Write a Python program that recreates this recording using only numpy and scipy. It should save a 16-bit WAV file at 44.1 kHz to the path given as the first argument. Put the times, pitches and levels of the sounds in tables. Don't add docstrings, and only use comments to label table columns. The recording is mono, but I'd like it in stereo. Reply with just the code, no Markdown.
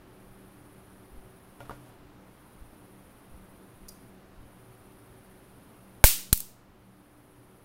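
import sys
import numpy as np
from scipy import signal
from scipy.fft import rfft, irfft
from scipy.io import wavfile

SR = 44100
rng = np.random.default_rng(int(sys.argv[2]) if len(sys.argv) > 2 else 0)


def persist_wave(psi):
    counts = np.round(np.clip(psi, -1, 1) * 32767).astype(np.int16)
    wavfile.write(sys.argv[1], SR, np.atleast_2d(counts).T)


N = 336924
TIME = np.arange(N) / SR
FREQS = np.maximum(np.arange(N // 2 + 1) * SR / N, 1)

# start in seconds, strength in dB, brightness in Hz.
BENCH_KNOCKS = [(1.6054, -36.5, 880), (1.6957, -36.5, 800), (1.7094, -37, 2400)]
# start in seconds, strength in dB.
LEAD_TICKS = [(3.8850, -40), (3.8888, -38), (3.8908, -39), (3.8945, -41.5)]


def from_db(db):
    return 10 ** (np.asarray(db) / 20)


def rms_one(x):
    return x / np.sqrt(np.mean(x ** 2) + 1e-20)


def over_hz(points, column=1):
    table = np.array(points)
    return np.interp(np.log(FREQS), np.log(table[:, 0]), table[:, column])


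def one_pole(x, hz, kind):
    return signal.lfilter(*signal.butter(1, min(hz, SR * .45), kind, fs=SR), x)


def band(x, edges_hz, order):
    return rms_one(signal.sosfilt(signal.butter(order, edges_hz, "band", fs=SR, output="sos"), x))


def click(start, db):
    return from_db(db) * (np.arange(N) == round(start * SR)) + 1e-18


def swell(peak_s, db, width_s):
    return from_db(db) * np.exp(-.5 * np.minimum(((TIME - peak_s) / width_s) ** 2, 100))


def fade(t60):
    return np.exp(-np.log(1000) * TIME[:SR] / t60)


def ring(force, modes, spread_db=0):
    out = np.zeros(N)
    for hz, db, t60 in modes:
        decay, angle = from_db(-60 / (t60 * SR)), 2 * np.pi * hz / SR
        gain = from_db(db + spread_db * rng.standard_normal())
        feedback = [1, -2 * decay * np.cos(angle), decay * decay]
        out += gain * signal.lfilter([0, np.sin(angle)], feedback, force + 1e-18)
    return out


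def convolve(x, response):
    return signal.fftconvolve(x[None], response, axes=1)[:, :N]


def diffuse(gain):
    # frequency in Hz, how alike the two sides are (1 is the same, 0 is unrelated).
    likeness = [(50, 0.54), (130, 0.93), (300, 0.93), (640, 0.65), (1400, 0.0047), (3000, -0.22),
                (7000, 0.061)]
    mid, side = rfft(rng.standard_normal((2, N)))
    alike = np.clip(over_hz(likeness), -1, 1)
    pair = np.sqrt(1 + alike) * mid + np.sqrt(1 - alike) * side * [[1], [-1]]
    return rms_one(irfft(pair * gain, N))


def mic_ports():
    # frequency in Hz, left gain in dB, right gain in dB.
    port_gains = [(1000, 0, 0), (2200, -.5, 0), (4500, 0, -1.5), (7500, 1, -3), (9400, 4, -2),
                  (10500, .5, -2), (11500, 0, 0), (12600, -1, 3), (13800, -1.5, 3), (15400, -1.5, 2)]
    return from_db([over_hz(port_gains, column=1), over_hz(port_gains, column=2)])


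def wavering_tone(hz, width_hz):
    return diffuse(1 / (1 + (2 * (FREQS - hz) / width_hz) ** 2))


def hiss(level_db=-63.5, flutter_hz=15.48, flutter_depth=.18, fall_s=.12, hold_s=.18):
    # frequency in Hz, relative level in dB.
    colour = [(4000, -43.5), (7800, -21), (9200, -1), (10200, 1), (12800, -5), (13500, -10), (16000, -9.5)]
    # start of a dip in seconds, depth in dB, recovery time in seconds.
    dips = [(-.25, 9, .08), (1.89, 10, 0.1), (4.07, 8, .09), (6.39, 12, 0.15)]
    db = level_db
    for start, depth_db, recovery in dips:
        fall = np.clip((TIME - start) / fall_s, 0, 1)
        since_hold = np.maximum(TIME - start - fall_s - hold_s, 0)
        db = db - depth_db * fall * np.exp(-since_hold / recovery)
    flutter = 1 + flutter_depth * np.sin(2 * np.pi * flutter_hz * TIME)
    return from_db(db) * flutter * diffuse(from_db(over_hz(colour)) * mic_ports())


def background(air_db=-54):
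    # frequency in Hz, relative level in dB.
    air_colour = [(25, -4.5), (70, -4), (115, -4.5), (160, -6.5), (270, -5), (450, -9.5), (750, -11.5),
                  (1300, -13), (1900, -18), (3000, -22), (5000, -29.5), (7500, -35), (16000, -33)]
    # pitch of a hum tone in Hz, width in Hz, level in dB.
    hum_tones = [(119.7, 9.5, -62.5), (189.6, 5, -62.5), (295, 3.8, -66), (377.5, 2.2, -66.5)]
    air = from_db(air_db) * diffuse(from_db(over_hz(air_colour)))
    hum = sum(from_db(db) * wavering_tone(hz, width) for hz, width, db in hum_tones)
    whine_gain = from_db([[-98], [-79]])
    return air + hum + hiss() + whine_gain * wavering_tone(12665.5, width_hz=31)


def handling(top_hz=65, trim_db=-4.5, lean_left_db=2):
    # time of a bump's peak in seconds, relative level in dB.
    bumps = [(0.299, -49), (1.179, -42.5), (1.709, -49.5), (2.019, -50.5), (2.639, -43.5), (3.359, -44),
             (3.849, -44.5), (4.409, -43), (6.679, -52)]
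    level = sum(swell(peak, db + trim_db, width_s=.05) for peak, db in bumps)
    rumble = diffuse(1 / (1 + (FREQS / top_hz) ** 4))
    return level * rumble * from_db([[lean_left_db], [-lean_left_db]])


def room_response(build_s=.0097):
    # centre of a band in Hz, relative level in dB, fade time in seconds.
    bands = [(200, -14, .45), (700, -16, .42), (1400, -12.5, .44), (2900, -3, .46), (5500, -3.5, .45),
             (9000, -1, .39), (12500, -.5, .35), (15500, 1, .33)]
    spectrum = rfft(diffuse(from_db(over_hz(bands)) * mic_ports()))
    centres = np.log([row[0] for row in bands])
    tail = 0
    for this_band, (_, _, t60) in zip(np.eye(len(bands)), bands):
        share = np.interp(np.log(FREQS), centres, this_band)
        tail = tail + irfft(spectrum * share, N)[:, :SR] * fade(t60)
    build_up = 1 - np.exp(-TIME[:SR] / build_s)
    return rms_one(tail * build_up) / np.sqrt(SR)


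def scuffs(grain_db=4, skid_lag_s=.004, scratch_s=.0018):
    # time of a rub's peak in seconds, level in dB, width in seconds.
    finger_rubs = [(1.618, -52.5, 0.015), (1.658, -56, .008), (1.725, -52.5, 0.027), (1.865, -60, 0.049)]
    skids = sum(swell(start + skid_lag_s, db - 15, width_s=.0033) for start, db, _ in BENCH_KNOCKS)
    scratches = sum(swell(start, db - 12, scratch_s) for start, db in LEAD_TICKS)
    scratches += sum(swell(start, db - 20.5, scratch_s) for start, db, _ in BENCH_KNOCKS)
    rubs = sum(swell(peak, db, width) for peak, db, width in finger_rubs)
    grit = rms_one(rng.standard_normal(N) * from_db(grain_db * rng.standard_normal(N)))
    return (skids * band(grit, edges_hz=(310, 1360), order=2)
            + scratches * band(grit, edges_hz=(4800, 15200), order=5)
            + rubs * band(grit, edges_hz=(480, 910), order=1))


def bench_knocks():
    # pitch in Hz, relative level in dB, fade time in seconds.
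    knock_modes = [(126.4, -12.5, 0.41), (284, -23, 0.062), (425, -5, 0.019), (567, -9, 0.099),
                   (750, -1, 0.024), (950, -3, 0.028), (1210, -2.5, 0.019), (1422, -7, 0.084),
                   (1680, -32, 0.029), (2850, -4, 0.0074)]
    blows = [one_pole(click(start, db), hz, "low") for start, db, hz in BENCH_KNOCKS]
    return sum(ring(blow, knock_modes, spread_db=6.5) for blow in blows)


def lead_ticks(low_edge_hz=4300):
    # pitch in Hz, relative level in dB, fade time in seconds.
    wire_modes = [(4810, -16, 0.22), (5060, -9, 0.025), (5760, -6, 0.014), (6370, -9, .01),
                  (8100, -15, .01), (9470, -6.5, 0.013), (9950, -7, 0.015), (12900, -10, .01),
                  (14250, -12, .014)]
    wire = ring(sum(click(start, db) for start, db in LEAD_TICKS), wire_modes)
    return signal.sosfilt(signal.butter(6, low_edge_hz, "high", fs=SR, output="sos"), wire)


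def fumbling(room):
    knocks, ticks, slips = bench_knocks(), lead_ticks(), scuffs()
    into_room = from_db(-4) * knocks + from_db(-5) * (ticks + slips)
    return knocks + ticks + slips + convolve(into_room, room)


def mic_overload(rise_s=.00043, coupling_hz=2.7):
    # start in seconds, left swing, right swing, hold in seconds, recovery in seconds.
    overloads = [(6.0417, 0.52, 0.95, .0046, 0.0042), (6.328, 1.0, .05, .0019, .0027)]
    offset = 0
    for start, left, right, hold, recovery in overloads:
        age = np.maximum(TIME - start, 0)
        swing = (1 - np.exp(-age / rise_s)) * np.exp(-np.maximum(age - hold, 0) / recovery)
        offset = offset - np.outer([left, right], swing)
    return one_pole(offset + 1e-18, coupling_hz, "high")


def sparks(room, direct_db=-10):
    # start in seconds, shock strength in dB, fade time of the scatter in seconds,
    # bass cut in Hz (higher for a smaller spark), strength sent into the room in dB.
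    discharges = [(6.0403, 20.5, .03, 710, 21), (6.3286, 19.5, 0.021, 4360, 7),
                  (6.3755, 1, 0.015, 11000, -27), (6.4043, 5, 0.011, 12600, -24)]
    # frequency in Hz, relative level in dB.
    scatter_colour = [(200, -8.5), (800, -2), (2100, -4), (3000, -5.5), (5500, -7), (7300, -5), (9000, 0),
                      (10500, -0.5), (13000, 2), (15500, -6.5)]
    # pitch in Hz, relative level in dB, fade time in seconds.
    bench_modes = [(602, -23, 0.022), (874, -22.5, 0.017), (998, -37, 0.0066), (1547, -26, 0.018),
                   (2180, -28.5, .016)]
    # delay in seconds, gain in dB.
    wall_echoes = [(.0084, -20.5), (0.0167, -26.5)]
    scatter = diffuse(from_db(over_hz(scatter_colour)) * mic_ports())
    scattered, shocks, on_bench, into_room = 0, 0, 0, 0
    for k, (start, shock_db, t60, low_hz, room_db) in enumerate(discharges):
        pulse = one_pole(click(start, 0), low_hz, "high")
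        shock = from_db(shock_db) * pulse
        paths = rms_one(scatter[:, k * SR:(k + 1) * SR] * fade(t60)) / np.sqrt(SR)
        scattered = scattered + convolve(shock, paths)
        shocks = shocks + shock
        on_bench = on_bench + one_pole(shock, low_hz, "high")
        into_room = into_room + from_db(room_db) * pulse
    bright = one_pole(shocks, hz=6030, kind="high")
    echoes = sum(from_db(db) * np.roll(bright, round(delay * SR)) for delay, db in wall_echoes)
    direct = -from_db(direct_db) * shocks
    return direct + scattered + echoes + ring(on_bench, bench_modes) + convolve(into_room, room)


def scene():
    room = room_response()
    return sparks(room) + mic_overload() + fumbling(room) + handling() + background()


def gain_control(x, threshold_db=-12, depth_db=3.5, release_db_per_s=.8, attack_hz=1.5):
    peak_db = 20 * np.log10(np.abs(x).max(axis=0) + 1e-9)
    excess_db = np.clip(peak_db - threshold_db, 0, depth_db)
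    release_db = release_db_per_s * TIME
    cut_db = np.maximum.accumulate(excess_db + release_db) - release_db
    return x * from_db(-one_pole(cut_db, attack_hz, "low"))


def record(dry, cutoff_hz=15720):
    clipped = np.clip(gain_control(dry), -1, 1)
    return signal.sosfilt(signal.ellip(10, .2, 70, cutoff_hz, fs=SR, output="sos"), clipped)


dry = scene()
out = record(dry)
persist_wave(out)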